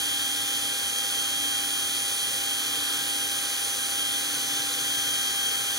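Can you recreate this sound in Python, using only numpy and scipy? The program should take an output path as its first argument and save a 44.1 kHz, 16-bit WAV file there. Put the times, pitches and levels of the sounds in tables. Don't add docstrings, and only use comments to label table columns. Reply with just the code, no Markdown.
import sys
import numpy as np
from scipy import signal
from scipy.fft import rfft, irfft
from scipy.io import wavfile

SR = 44100
rng = np.random.default_rng(int(sys.argv[2]) if len(sys.argv) > 2 else 0)


def int16_out(signal):
    q = np.round(np.clip(np.atleast_2d(signal).T, -1, 1) * 32767)
    wavfile.write(sys.argv[1], SR, q.astype(np.int16))


N = 254898
TIME_S = np.arange(N) / SR
BIN_HZ = np.maximum(np.arange(N // 2 + 1), 1) * SR / N
SIDES = np.array([[.5], [-.5]])


def from_db(db):
    return 10 ** (np.asarray(db) / 20)


def rms_one(x):
    return x / np.sqrt(np.mean(x ** 2) + 1e-20)


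def panned(pan_db):
    return from_db(pan_db * SIDES)


def in_time(rows):
    return np.interp(TIME_S, *np.transpose(rows))


def in_pitch(rows):
    hz, *columns = np.transpose(rows)
    return [np.interp(np.log(BIN_HZ), np.log(hz), column) for column in columns]


def bump(middle_s, half_s):
    return np.exp(-((TIME_S - middle_s) / half_s) ** 2)


def drift(rate_hz):
    hop, settle = 40, 2000
    pole = np.exp(-2 * np.pi * rate_hz * hop / SR)
    noise = rng.standard_normal(N // hop + settle + 2)
    slow = signal.lfilter([1], [1, -2 * pole, pole * pole], noise)[settle:]
    return np.interp(np.arange(N) / hop, np.arange(len(slow)), rms_one(slow))


def resonance(hz, width_hz):
    return 1 / (1 + ((BIN_HZ ** 2 - hz ** 2) / (BIN_HZ * width_hz)) ** 2)


def tone(turns, partial, rough, flutter_hz):
    multiple, level_db, pan_db, lead = partial
    angle = 2 * np.pi * ((multiple * turns + rng.random()) % 1) + rough * drift(flutter_hz)
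    height = np.sqrt(2) * from_db(level_db) * panned(pan_db) * (1 + rough * drift(flutter_hz))
    return height * np.cos(angle + lead * SIDES)


def beating(beat_hz=.895, slowing_hz_per_s=.084, first_swell_s=.38, depth=.42):
    t = TIME_S - first_swell_s
    beats = beat_hz * t - slowing_hz_per_s * t ** 2 / 2
    return np.abs(1 + depth * np.exp(2j * np.pi * beats)) / np.hypot(1, depth)


def motor(turns, lean, grip, skid, hum_trim_db=-.5, pan_db_per_load=3, tilt_rad=.79):
    # (multiple of shaft rate, base level [dB], left-right [dB], left lead [rad])
    main_tones = [(1, -51.0, -1.2, -0.0), (11, -33.2, 0.0, 2.4), (33, -44.9, -0.4, -0.5)]
    # (multiple of shaft rate, level [dB], left-right [dB], left lead [rad])
    sidebands = [(2, -63.0, -2.9, 1.2), (10, -55.6, -0.8, 2.8), (10.4, -51.7, -0.0, 2.7),
                 (10.6, -49.9, -1.6, 2.7), (10.8, -49.5, -0.7, 2.4), (12, -46.0, -0.1, 1.5),
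                 (13, -55.9, -0.7, 0.4), (21, -53.6, -1.5, 0.3), (22, -52.0, -1.9, 0.5),
                 (31, -56.3, -0.6, -0.1), (32, -52.1, -1.0, -0.3), (34, -51.7, -0.6, -0.4)]
    # (time [s], gain [dB])
    whine_swells = [(0, 1.2), (1.6, 1.5), (2.1, 0), (3.25, -0.5), (3.55, -4), (3.9, -3), (4.07, 2.5),
                    (4.3, -3), (4.7, -2), (4.95, 2.5), (5.5, 2.5), (5.78, -1.5)]
    hum, (*whine, lead), whistle = main_tones
    tilted_whine = (*whine, lead + tilt_rad * bump(middle_s=4.48, half_s=.21))
    whine_gain = from_db(in_time(whine_swells)) * panned(pan_db_per_load * lean)
    whistle_db = -2 + 6 * grip - 5 * skid
    out = from_db(hum_trim_db) * beating() * tone(turns, hum, rough=.21, flutter_hz=13)
    out += whine_gain * tone(turns, tilted_whine, rough=.12, flutter_hz=22)
    out += from_db(whistle_db) * tone(turns, whistle, rough=.18, flutter_hz=32)
    return out + sum(tone(turns, row, rough=.59, flutter_hz=7.9) for row in sidebands)


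def gearbox(turns, lean, mesh_per_turn=2.748, planet_per_turn=.8751, pan_db_per_load=-7):
    # (multiple of mesh rate, base level [dB], left-right [dB], left lead [rad])
    mesh_tones = [(1, -47, 6.5, 1.31), (2, -47.5, 5, -1.7), (3, -44.5, -1, -2.5), (5, -53, -5, -0.5)]
    # (multiple of planet rate, base level [dB], left-right [dB], left lead [rad])
    planet_tones = [(1, -57.8, 0.7, -0.2), (2, -61.6, -5.0, 1.3), (17, -54.7, -0.7, 0.4),
                    (20, -59.8, -3.0, 0.3), (21, -52.5, -2.3, 0.5), (22, -57.2, -2.4, 0.2),
                    (25, -51.3, -0.4, 0.3), (26, -55.4, -1.5, 0.7), (27, -52.8, -1.0, 0.9),
                    (28, -58.8, -0.5, 1.2)]
    # (multiple of shaft rate, base level [dB], left-right [dB], left lead [rad])
    hum_tones = [(1.706, -60.5, 0, .8), (1.874, -60.5, 0, .8)]
    # (time [s], gain [dB])
    octave_swells = [(0, -0.5), (1.4, -2), (2.25, -7), (2.95, 3), (3.8, .3), (4.7, 0), (5.0, 4.3),
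                     (5.78, 4)]
    mesh = [tone(turns * mesh_per_turn, row, rough=.16, flutter_hz=18) for row in mesh_tones]
    mesh[1] *= from_db(in_time(octave_swells)) * panned(pan_db_per_load * lean)
    planets = sum(tone(turns * planet_per_turn, row, rough=.31, flutter_hz=5.9) for row in planet_tones)
    hum = sum(tone(turns, row, rough=.35, flutter_hz=5.5) for row in hum_tones)
    return sum(mesh) + from_db(.5) * planets + from_db(-1.4) * hum


def grit(turns, throb, per_s=28000, spread_db=2.0, clump_db=.5, clump_hz=45):
    fractures = rng.random(N) < per_s / SR
    sizes = from_db(spread_db * np.minimum(rng.exponential(1, N), 5)) * rng.choice([-1, 1], N)
    pressure = (1 + throb * np.cos(2 * np.pi * turns)) * from_db(clump_db * drift(clump_hz))
    return rms_one(fractures * sizes * pressure)


def standing_waves(ripple_db, spacing_hz):
    ripple = rng.standard_normal(len(BIN_HZ))
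    return from_db(ripple_db * np.interp(BIN_HZ / spacing_hz, np.arange(len(ripple)), ripple))


def radiate(force, response):
    # (frequency [Hz], direct share [0-1], left lead [rad], left-right [dB])
    sound_field = [(80, 1.0, 0.0, 0.0), (250, 0.98, -0.1, -0.5), (500, 0.75, 1.1, -0.5),
                   (720, 0.4, 2.4, 3.0), (1000, 0.18, 1.8, -2.2), (1350, 0.43, 0.3, -0.4),
                   (1900, 0.47, -0.5, -0.9), (2500, 0.77, -2.7, -1.0), (3100, 0.94, -3.9, -0.0),
                   (3450, 0.88, -4.7, -0.6), (3900, 0.84, -5.8, -0.8), (4800, 0.83, -6.1, -0.2),
                   (6300, 0.89, -6.0, -1.8), (7300, 0.7, -5.3, -0.8), (8500, 0.98, -6.3, -0.1),
                   (9800, 0.93, -6.7, -0.4), (12000, 0.94, -6.4, 0.0), (14500, 0.74, -7.0, 0.0)]
    share, lead, pan_db = in_pitch(sound_field)
    direct = np.sqrt(share) * np.exp(1j * lead * SIDES) * rfft(force)
    wash = np.sqrt(1 - share) * rfft(rng.standard_normal((2, N)))
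    return irfft((direct + wash) * panned(pan_db) * response, N) * np.sqrt(SR / 2)


def grinding(turns, cut, wander_db=.52, hiss_follows=.49):
    # (frequency [Hz], width [Hz], base density [dB per Hz], throb with the shaft [0-1])
    rings = [(468, 145, -75.5, 0.17), (1403, 880, -72, 0), (3185, 610, -64.5, 0), (4280, 1100, -71, 0.18),
             (6200, 650, -67.7, 0.13), (9230, 600, -73.5, .12), (9870, 680, -67.5, 0.06)]
    # (per load [dB], per grip [dB], skid [dB], through the glaze [dB])
    answers = [(.9, -1, .3, 1.5), (-.2, -.7, 1.5, 1.0), (0.5, -.3, 0.7, 0.5), (0.5, -0.5, 0, 0),
               (3, -0.3, -2, -.7), (.3, 2.6, -2.2, .2), (-.5, 1.2, -1, 0)]
    # (frequency [Hz], base density [dB per Hz])
    hiss_spectrum = [(150, -98.5), (350, -78), (700, -77.5), (950, -79.5), (2300, -72.8), (2750, -74),
                     (3600, -73.4), (5300, -75.2), (6800, -73), (7900, -76), (9100, -73), (11100, -77),
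                     (12900, -79), (13900, -76), (15700, -80.5)]
    # (frequency [Hz], width [Hz], lift [dB])
    dish_modes = [(1274, 130, 4.5), (1800, 60, 5.5), (4000, 90, 1.5), (4130, 57, 6), (4640, 110, 4.5),
                  (6330, 200, 2), (10660, 190, 3.5), (11600, 200, 3)]
    drives_db = [np.dot(answer, cut) + wander_db * drift(rate_hz=4) for answer in answers]
    drives_db = [drive_db - drive_db.mean() for drive_db in drives_db]
    hiss_db, = in_pitch(hiss_spectrum)
    hiss_db += sum(lift_db * resonance(hz, width_hz) for hz, width_hz, lift_db in dish_modes)
    comb = standing_waves(ripple_db=2.0, spacing_hz=20)
    hiss = radiate(grit(turns, throb=.099), comb * from_db(hiss_db))
    out = hiss * from_db(hiss_follows * np.mean(drives_db, axis=0))
    for (hz, width_hz, level_db, throb), drive_db in zip(rings, drives_db):
        ring = radiate(grit(turns, throb), comb * resonance(hz, width_hz))
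        out += ring * from_db(level_db + drive_db)
    return out


def bench(lean, rumble_db_per_load=-1.5, wander_db=1.2, drone_db=-78.5, drone_db_per_load=9):
    # (frequency [Hz], base density [dB per Hz])
    rumble_spectrum = [(20, -115), (40, -106), (50, -93), (65, -76.5), (100, -81), (200, -83), (330, -92)]
    rumble_db, = in_pitch(rumble_spectrum)
    rumble = radiate(rng.standard_normal(N), from_db(rumble_db))
    rumble *= from_db(rumble_db_per_load * lean + wander_db * drift(rate_hz=2.2))
    drone = radiate(rng.standard_normal(N), resonance(hz=133, width_hz=45))
    return rumble + drone * from_db(drone_db + drone_db_per_load * lean)


def gripping(attack_s=.11, release_s=.12):
    # (start [s], length [s], strength [0-1])
    grips = [(.85, .3, .25), (1.62, 0.89, 0.86), (3.02, .4, 1), (3.53, .42, .9), (4.05, .25, .35)]
    grip = np.zeros(N)
    for start_s, length_s, strength in grips:
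        rise = np.clip((TIME_S - start_s) / attack_s, 0, 1)
        fall = np.clip(1 - (TIME_S - start_s - length_s) / release_s, 0, 1)
        grip += strength * rise * fall
    return grip


def scene(shaft_hz=291.48, sag_hz_per_load=1.0, glaze_gives_s=1.9, wear_takes_s=.4):
    # (time [s], load [1 = firm pressure])
    hand_pressure = [(0, 0), (1.55, 0), (1.85, .3), (4.1, 0.33), (4.3, 1.15), (5.78, 0.73)]
    # (time [s], left-right [dB])
    drill_position = [(0, 0), (2.8, -.3), (4.4, -.1), (5.4, .35)]
    load = in_time(hand_pressure)
    lean = load - load.mean()
    grip = gripping()
    skid = bump(middle_s=2.85, half_s=.3)
    through_glaze = np.clip((TIME_S - glaze_gives_s) / wear_takes_s, 0, 1)
    cut = np.array([load, grip, skid, through_glaze])
    speed_hz = (shaft_hz - sag_hz_per_load * load) * (1 + .00016 * drift(rate_hz=5))
    turns = np.cumsum(speed_hz) / SR
    drill = motor(turns, lean, grip, skid) + gearbox(turns, lean) + grinding(turns, cut)
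    return drill * panned(in_time(drill_position)) + bench(lean)


def record(dry, cutoff_hz=15750):
    return signal.sosfilt(signal.ellip(12, .1, 80, cutoff_hz, fs=SR, output="sos"), dry)


dry = scene()
out = record(dry)
int16_out(out)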